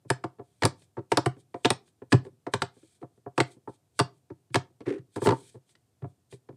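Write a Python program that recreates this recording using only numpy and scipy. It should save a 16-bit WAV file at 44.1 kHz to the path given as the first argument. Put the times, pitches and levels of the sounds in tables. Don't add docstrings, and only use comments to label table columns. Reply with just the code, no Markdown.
import sys
import numpy as np
from scipy import signal
from scipy.fft import rfft, irfft
from scipy.io import wavfile
from scipy.ndimage import uniform_filter1d

SR = 44100
rng = np.random.default_rng(int(sys.argv[2]) if len(sys.argv) > 2 else 0)


def unload_wav(signal):
    wavfile.write(
        sys.argv[1],
        SR,
        np.round(np.clip(np.atleast_2d(signal).T, -1, 1) * 32767).astype(np.int16),
    )


N = 289296

# time in seconds, snap in dB, cavity in Hz, air puff in dB,
# board knock in dB, board bass in dB, mode under the dome in Hz.
POPS = [(0.102, -15, 1810, -15.5, -15, -23, 690), (0.239, -31, 1850, -54, -23.5, -33, 730),
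        (0.6216, -20, 1850, -57.5, -19.5, -30, 896), (0.633, -14, 1830, -37.5, -18, -14, 895),
        (0.6519, -14, 4870, -12, -14, -23, 713), (1.118, -14.5, 1780, -26, -13, -25, 716),
        (1.172, -15.5, 4120, -13, -10, -22, 650), (1.26, -20, 2210, -25, -15, -17.5, 710),
        (1.6473, -13, 2907, -49.5, -18.5, -34, 396), (1.654, -11, 3680, -40.5, -14.5, -27, 720),
        (1.7032, -12, 3790, -13, -15, -24, 710), (2.121, -18.5, 1595, -31, -25, -16.5, 1150),
        (2.125, -9.5, 1760, -47.5, -15, -19, 270), (2.537, -13, 1490, -23, -19, -21, 1032),
        (2.619, -15, 1430, -29, -22.5, -26, 690), (3.3782, -18.5, 2750, -28, -13.5, -23.5, 700),
        (3.4015, -9, 2120, -30, -13.5, -24, 704), (3.9913, -14.5, 1593, -17.5, -23, -35.5, 1146),
        (3.998, -15, 4880, -21.5, -13.5, -13, 1150), (4.544, -13.5, 2390, -22, -18, -32, 332),
        (4.555, -11.5, 1574, -25.5, -16, -17, 707)]
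# time in seconds, tick in dB, board knock in dB,
# board bass in dB, mode under the contact in Hz.
TAPS = [(0.05, -74, -47, -42.5, 270), (0.385, -63, -44, -77.5, 910), (0.394, -60, -32.5, -42.5, 700),
        (0.644, -49, -19.5, -23, 710), (0.819, -52, -71, -57.5, 710), (0.969, -54.5, -30, -33, 890),
        (0.977, -62.5, -28.5, -33.5, 330), (0.988, -54, -34.5, -37.5, 400),
        (1.366, -60.5, -46.5, -49.5, 274), (1.542, -43, -25.5, -40, 690), (1.877, -55.5, -70, -65, 294),
        (2.019, -60.5, -35.5, -44, 400), (2.132, -40.5, -14, -10, 270), (2.249, -50.5, -38, -52.5, 740),
        (2.265, -57, -40.5, -70.5, 407), (2.466, -40.5, -23, -37, 690), (2.766, -65.5, -51, -69, 270),
        (2.828, -64.5, -50, -66.5, 320), (3.015, -59.5, -46, -54.5, 392), (3.027, -61, -31, -38, 710),
        (3.176, -72.5, -54, -60, 710), (3.262, -66.5, -28.5, -36.5, 710), (3.565, -74, -51, -57, 270),
        (3.675, -62.5, -28, -41.5, 900), (4.301, -56.5, -34, -32.5, 336), (4.502, -63, -57, -40.5, 340),
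        (4.701, -73, -59, -73, 321), (4.805, -51.5, -36, -61, 297), (4.814, -56.5, -43.5, -55, 400),
        (4.863, -56, -28.5, -30.5, 357), (4.983, -54.5, -51, -35, 720), (5.16, -41, -23, -28.5, 299),
        (5.18, -49, -31, -34.5, 270), (5.218, -45.5, -22.5, -23.5, 366), (5.251, -54, -25.5, -29.5, 900),
        (5.259, -28, -18.5, -37.5, 397), (5.27, -19.5, -11.5, -15, 405), (5.288, -24, -16, -23.5, 930),
        (5.306, -28, -16.5, -24, 1500), (5.32, -36, -16.5, -32, 930), (5.544, -69.5, -44.5, -48.5, 410),
        (5.553, -64, -41.5, -44, 400), (5.692, -57, -80, -84, 402), (5.752, -50, -66.5, -71, 1500),
        (6.021, -60, -37.5, -26, 720), (6.042, -63.5, -30.5, -32, 710), (6.053, -65.5, -49, -37, 710),
        (6.325, -47.5, -38.5, -42, 398), (6.488, -56.5, -34.5, -42, 660), (6.525, -68.5, -49, -46, 270)]
# time in seconds, board drive in dB, rim chatter in dB.
DRAG = [(4.854, -46.5, -68), (4.864, -22.5, -45), (4.89, -15, -43), (4.962, -29.5, -54.5),
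        (5.02, -67, -75.5)]
# frequency in Hz, relative density in dB.
RUB_SPECTRUM = [(880, -48), (1500, -12.5), (2060, -15.5), (2390, -5.5), (2770, -19), (3180, -5.5),
                (4330, -7.5), (5170, -12), (5600, -12), (7170, -9), (8300, -3.5), (10000, -9.5),
                (11500, -22), (16000, -37)]
TICK_SPECTRUM = [(1500, -1.5), (2500, -0.5), (4500, -2), (6600, -12.5), (8300, -9.5), (11000, -27.5),
                 (16000, -43)]


def from_db(db):
    return 10 ** (np.asarray(db) / 20)


def at_hz(points, hz):
    points = np.array(points)
    return np.interp(np.log(hz + 1), np.log(points[:, 0]), points[:, 1])


def coloured(spectrum, size):
    hz = np.fft.rfftfreq(size, 1 / SR)
    x = irfft(rfft(rng.standard_normal(size)) * from_db(at_hz(spectrum, hz)), size)
    return x / np.std(x)


def burst(spectrum, t60_s, rise_s=.0021):
    t = np.arange(2048) / SR
    return coloured(spectrum, len(t)) * np.clip(t / rise_s, 0, 1) * from_db(-60 * t / t60_s)


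def ring(force, hz, t60_s):
    r, w = from_db(-60 / (t60_s * SR)), 2 * np.pi * hz / SR
    return signal.lfilter([0, np.sin(w)], [1, -2 * r * np.cos(w), r * r], force + 1e-18)


def butter(x, order, hz, kind="low"):
    return signal.sosfilt(signal.butter(order, hz, kind, fs=SR, output="sos"), x)


def add(out, start_s, sound, peak_db):
    at = round(start_s * SR)
    out[at:at + len(sound)] += (from_db(peak_db) * sound / np.abs(sound).max())[:N - at]


def slips(per_s, spread_db=3):
    clicks = (rng.random(N) < per_s / SR) * rng.choice([-1, 1], N)
    clicks = clicks * from_db(spread_db * rng.standard_normal(N))
    return clicks / np.std(clicks)


def drag_gain(column):
    rows = np.array(DRAG)
    return from_db(np.interp(np.arange(N) / SR, rows[:, 0], rows[:, column], left=-200, right=-200))


def pad_treble_db(knock_db):
    return knock_db - 3 + .38 * np.minimum(knock_db + 20, 0)


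def dome_snaps(swell_s=.03, cavity_cycles=16):
    # frequency in Hz, relative density in dB.
    puff_spectrum = [(3000, -29.5), (5000, -2.5), (6700, -11.5), (8400, 0.5), (10000, -6), (11500, -20),
                     (16000, -33.5)]
    swell = np.linspace(0, 1, int(swell_s * SR)) ** 2
    out = np.zeros(N)
    for start_s, snap_db, cavity_hz, puff_db, *_ in POPS:
        hiss = swell * coloured(RUB_SPECTRUM, 2048)[:len(swell)]
        add(out, start_s - swell_s, hiss, snap_db - 36.5)
        cavity = ring(burst(TICK_SPECTRUM, t60_s=.008), cavity_hz, t60_s=cavity_cycles / cavity_hz)
        add(out, start_s, cavity, snap_db - 2)
        add(out, start_s, burst(TICK_SPECTRUM, t60_s=.027), snap_db - 3)
        add(out, start_s, burst(puff_spectrum, t60_s=.0058), puff_db)
    return out


def soft_taps(octaves_per_db=.2, tick_share=.67):
    # frequency in Hz, relative density in dB.
    scuff_spectrum = [(600, -9.5), (1200, -3), (1900, 3), (2700, -8.5), (3500, -22.5), (6000, -35),
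                      (16000, -53.5)]
    out = np.zeros(N)
    for start_s, tick_db, knock_db, *_ in TAPS:
        edge_hz = min(3480 * 2 ** (octaves_per_db * (tick_db + 60.5)), .45 * SR)
        add(out, start_s, butter(burst(TICK_SPECTRUM, t60_s=.027), 2, edge_hz), tick_db)
        scuff_db = tick_share * tick_db + (1 - tick_share) * pad_treble_db(knock_db) - .5
        add(out, start_s, burst(scuff_spectrum, t60_s=.024), scuff_db)
    return out


def board_knocks(middle_from_hz=220, treble_from_hz=620, pad_contact_hz=2200, pad_db_per_octave=-3.5):
    # frequency in Hz, gain in dB, t60 in seconds before the damping cap.
    modes = [(98, -8.5, 0.11), (128.7, 1.5, 0.13), (170, -6.5, 0.11), (270, -0.5, 0.028), (333, -1, 0.24),
             (396.6, -1, 0.1), (516.5, -7, 0.066), (567, -11.5, 0.081), (707, -7.5, 0.099), (771, -6, 0.03),
             (900, -3.5, 0.05), (1012, -7, 0.061), (1150, -6, 0.042), (1336, -8.5, 0.092),
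             (1490, -12.5, 0.12), (1677, -11, 0.11), (1850, -13.5, 0.09), (2300, -18.5, 0.075),
             (2840, -23.5, .02)]
    blows = np.array([(row[0], *row[-3:]) for row in POPS + TAPS])
    start_s, knock_db, bass_db, spot_hz = blows.T
    padded = np.arange(len(blows)) >= len(POPS)
    treble_db = np.where(padded, pad_treble_db(knock_db), knock_db - 1)
    later_s = np.cumsum(rng.uniform(.002, .008, (len(blows), 3)), axis=1)
    touch_s = start_s[:, None] + np.insert(later_s, 0, 0, axis=1)
    at = np.round(touch_s * SR).astype(int).clip(0, N - 1)
    touch_db = np.where(padded[:, None], [0, -7, -11, -8], [-.5, -9, -10.5, -13.5])
    scatter_db = rng.normal(0, 2.5, (len(blows), len(modes), 4))
    groan = drag_gain(column=1) * butter(slips(per_s=1600), 2, [270, 430], "band") * from_db(-28)
    out = np.zeros(N)
    for k, (hz, gain_db, t60_s) in enumerate(modes):
        is_bass, is_middle = hz < middle_from_hz, middle_from_hz <= hz < treble_from_hz
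        drive_db = bass_db if is_bass else knock_db if is_middle else treble_db
        spot_db = 7.5 * np.exp(-(np.log2(hz / spot_hz) / .14) ** 2)
        dull_db = padded * pad_db_per_octave * max(np.log2(hz / 800), 0)
        blow_db = drive_db + spot_db + dull_db - 3
        strength = from_db(blow_db[:, None] + touch_db + scatter_db[:, k])
        if is_bass:
            strength[:, 1:] = 0
        force, pad_force = groan * is_middle, np.zeros(N)
        np.add.at(force, at[~padded], strength[~padded])
        np.add.at(pad_force, at[padded], strength[padded])
        force += butter(pad_force + 1e-18, 2, pad_contact_hz)
        cap_s = .055 if is_middle else 45 / hz
        out += (-1) ** k * from_db(gain_db) * ring(force, hz, min(t60_s, cap_s))
    return bending_waves(out)


def bending_waves(x, lag_at_1khz_s=.003, air_lag_s=.003, contact_hz=3500):
    hz = np.fft.rfftfreq(2 * N, 1 / SR)
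    phase_turns = 2 * lag_at_1khz_s * np.sqrt(1e3 * hz) - air_lag_s * hz
    contact = 1 / (1 + (hz / contact_hz) ** 4)
    return irfft(rfft(x, 2 * N) * contact * np.exp(-2j * np.pi * phase_turns))[:N]


def skin_rub(fall_db_per_s=501, scrape_hz=10500, grip_db=1.2):
    # swell end in seconds, fade start in seconds, level in dB, swell in dB per second.
    slides = [(0.106, 0.074, -93, 893), (0.445, 0.6, -80.5, 450), (0.8, 0.841, -68.5, 298),
              (1.402, 1.402, -66, 501), (1.547, 1.62, -76, 596), (1.875, 1.888, -70.5, 303.5),
              (2.255, 2.254, -66, 900), (2.751, 2.964, -71, 498), (3.018, 3.022, -76, 599.5),
              (3.165, 3.172, -82, 449), (3.47, 3.494, -68.5, 446), (3.52, 3.523, -59.5, 402.5),
              (3.686, 3.752, -71.5, 1497.5), (3.967, 3.982, -68.5, 600.5), (4.146, 4.18, -80, 449.5),
              (5.141, 5.155, -66.5, 501), (5.161, 5.165, -52, 2498), (5.219, 5.24, -48, 2500),
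              (5.248, 5.263, -41, 495), (5.326, 5.498, -61, 448), (5.5, 5.55, -70, 450),
              (5.705, 5.713, -66.5, 450), (6.098, 6.112, -80, 199.5), (6.316, 6.338, -59.5, 1202)]
    t = np.arange(N) / SR
    slides_db = [db - swell * np.maximum(full_s - t, 0) - fall_db_per_s * np.maximum(t - fade_s, 0)
                 for full_s, fade_s, db, swell in slides]
    envelope = from_db(np.max(slides_db, axis=0))
    scrape = butter(rng.standard_normal(N), 2, scrape_hz, "high")
    scrape *= from_db(-10) * (envelope / from_db(-45)) ** .6
    hiss = envelope * (coloured(RUB_SPECTRUM, N) + scrape)
    grip = uniform_filter1d(rng.standard_normal(N), size=300)
    return hiss * from_db(grip_db * grip / np.std(grip))


def rim_chatter(stutter_hz=125):
    # frequency in Hz, relative gain in dB, t60 in seconds.
    modes = [(1390, 7.5, 0.0013), (1920, -10.5, 0.014), (2340, -16, 0.0057), (3420, -21, .004),
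             (5340, -10.5, 0.00063), (8500, -11, 0.001)]
    phase_turns = np.arange(N) / SR * stutter_hz + np.cumsum(rng.normal(0, .02, N))
    stutter = .6 + (phase_turns % 1 < .4)
    catches = stutter * slips(per_s=4000)
    chatter = sum(from_db(db) * ring(catches, hz, t60_s) for hz, db, t60_s in modes)
    chatter = butter(chatter, 4, 9000)
    return drag_gain(column=2) * chatter / np.std(chatter)


def room_tail(onset_s=.002):
    # frequency in Hz, t60 in seconds.
    decay = [(100, 0.56), (450, 0.32), (800, 0.23), (1500, 0.17), (4000, .18), (7000, .17), (10000, 0.05),
             (16000, .11)]
    # frequency in Hz, gain in dB.
    levels = [(100, -25.5), (500, -20), (1500, -10), (4000, -11.5), (10000, -8.5), (16000, -11)]
    t, out = np.arange(SR // 3) / SR, 0
    thirds = 3 * np.log2(np.fft.rfftfreq(len(t), 1 / SR) + 1)
    for third in range(18, 43):
        hz = 2 ** (third / 3)
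        share = np.sqrt(np.clip(1 - np.abs(thirds - third), 0, 1))
        band = irfft(share * rfft(rng.standard_normal(len(t))), len(t))
        fade = from_db(-60 * t / at_hz(decay, hz))
        out += from_db(at_hz(levels, hz)) * band * fade / np.sqrt(np.sum(fade ** 2))
    return out * np.clip(t / onset_s, 0, 1)


def room(x, tails=3, crossfades_per_s=30):
    turn = np.arange(N) / SR * crossfades_per_s
    out = np.zeros(N)
    for k in range(tails):
        apart = np.abs((turn - k + tails / 2) % tails - tails / 2)
        out += np.sqrt(np.clip(1 - apart, 0, 1)) * signal.fftconvolve(x, room_tail())[:N]
    return out


def noise_floor(rms_db=-71.5):
    # frequency in Hz, relative density in dB.
    spectrum = [(29, -40), (50, -11.5), (117, 3), (199, -10), (383, -11.5), (592, -20), (718, -14),
                (792, -22), (2040, -30.5), (2410, -30), (5910, -30), (8510, -28), (11900, -33.5),
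                (14500, -37), (16400, -54)]
    return from_db(rms_db) * coloured(spectrum, N)


def scene(echo_s=.0036, echo_db=-14.5):
    airborne = dome_snaps() + soft_taps()
    knocks = board_knocks()
    echo = from_db(echo_db) * np.interp(np.arange(N) - echo_s * SR, np.arange(N), airborne)
    floor = noise_floor()
    reverb = room(airborne + knocks)
    return (airborne + echo + knocks + reverb + skin_rub() + rim_chatter() + floor)[None, :]


def record(dry):
    low_hz, stop_hz = 77, 16700
    inlet_hz, inlet_width_hz, inlet_db = 8410, 60, -3
    thin = butter(dry, 4, low_hz, "high")
    inlet = signal.lfilter(*signal.iirpeak(inlet_hz, inlet_hz / inlet_width_hz, fs=SR), thin)
    top_cut = signal.cheby2(12, 70, stop_hz, fs=SR, output="sos")
    return signal.sosfilt(top_cut, thin + from_db(inlet_db) * inlet)


dry = scene()
out = record(dry)
unload_wav(out)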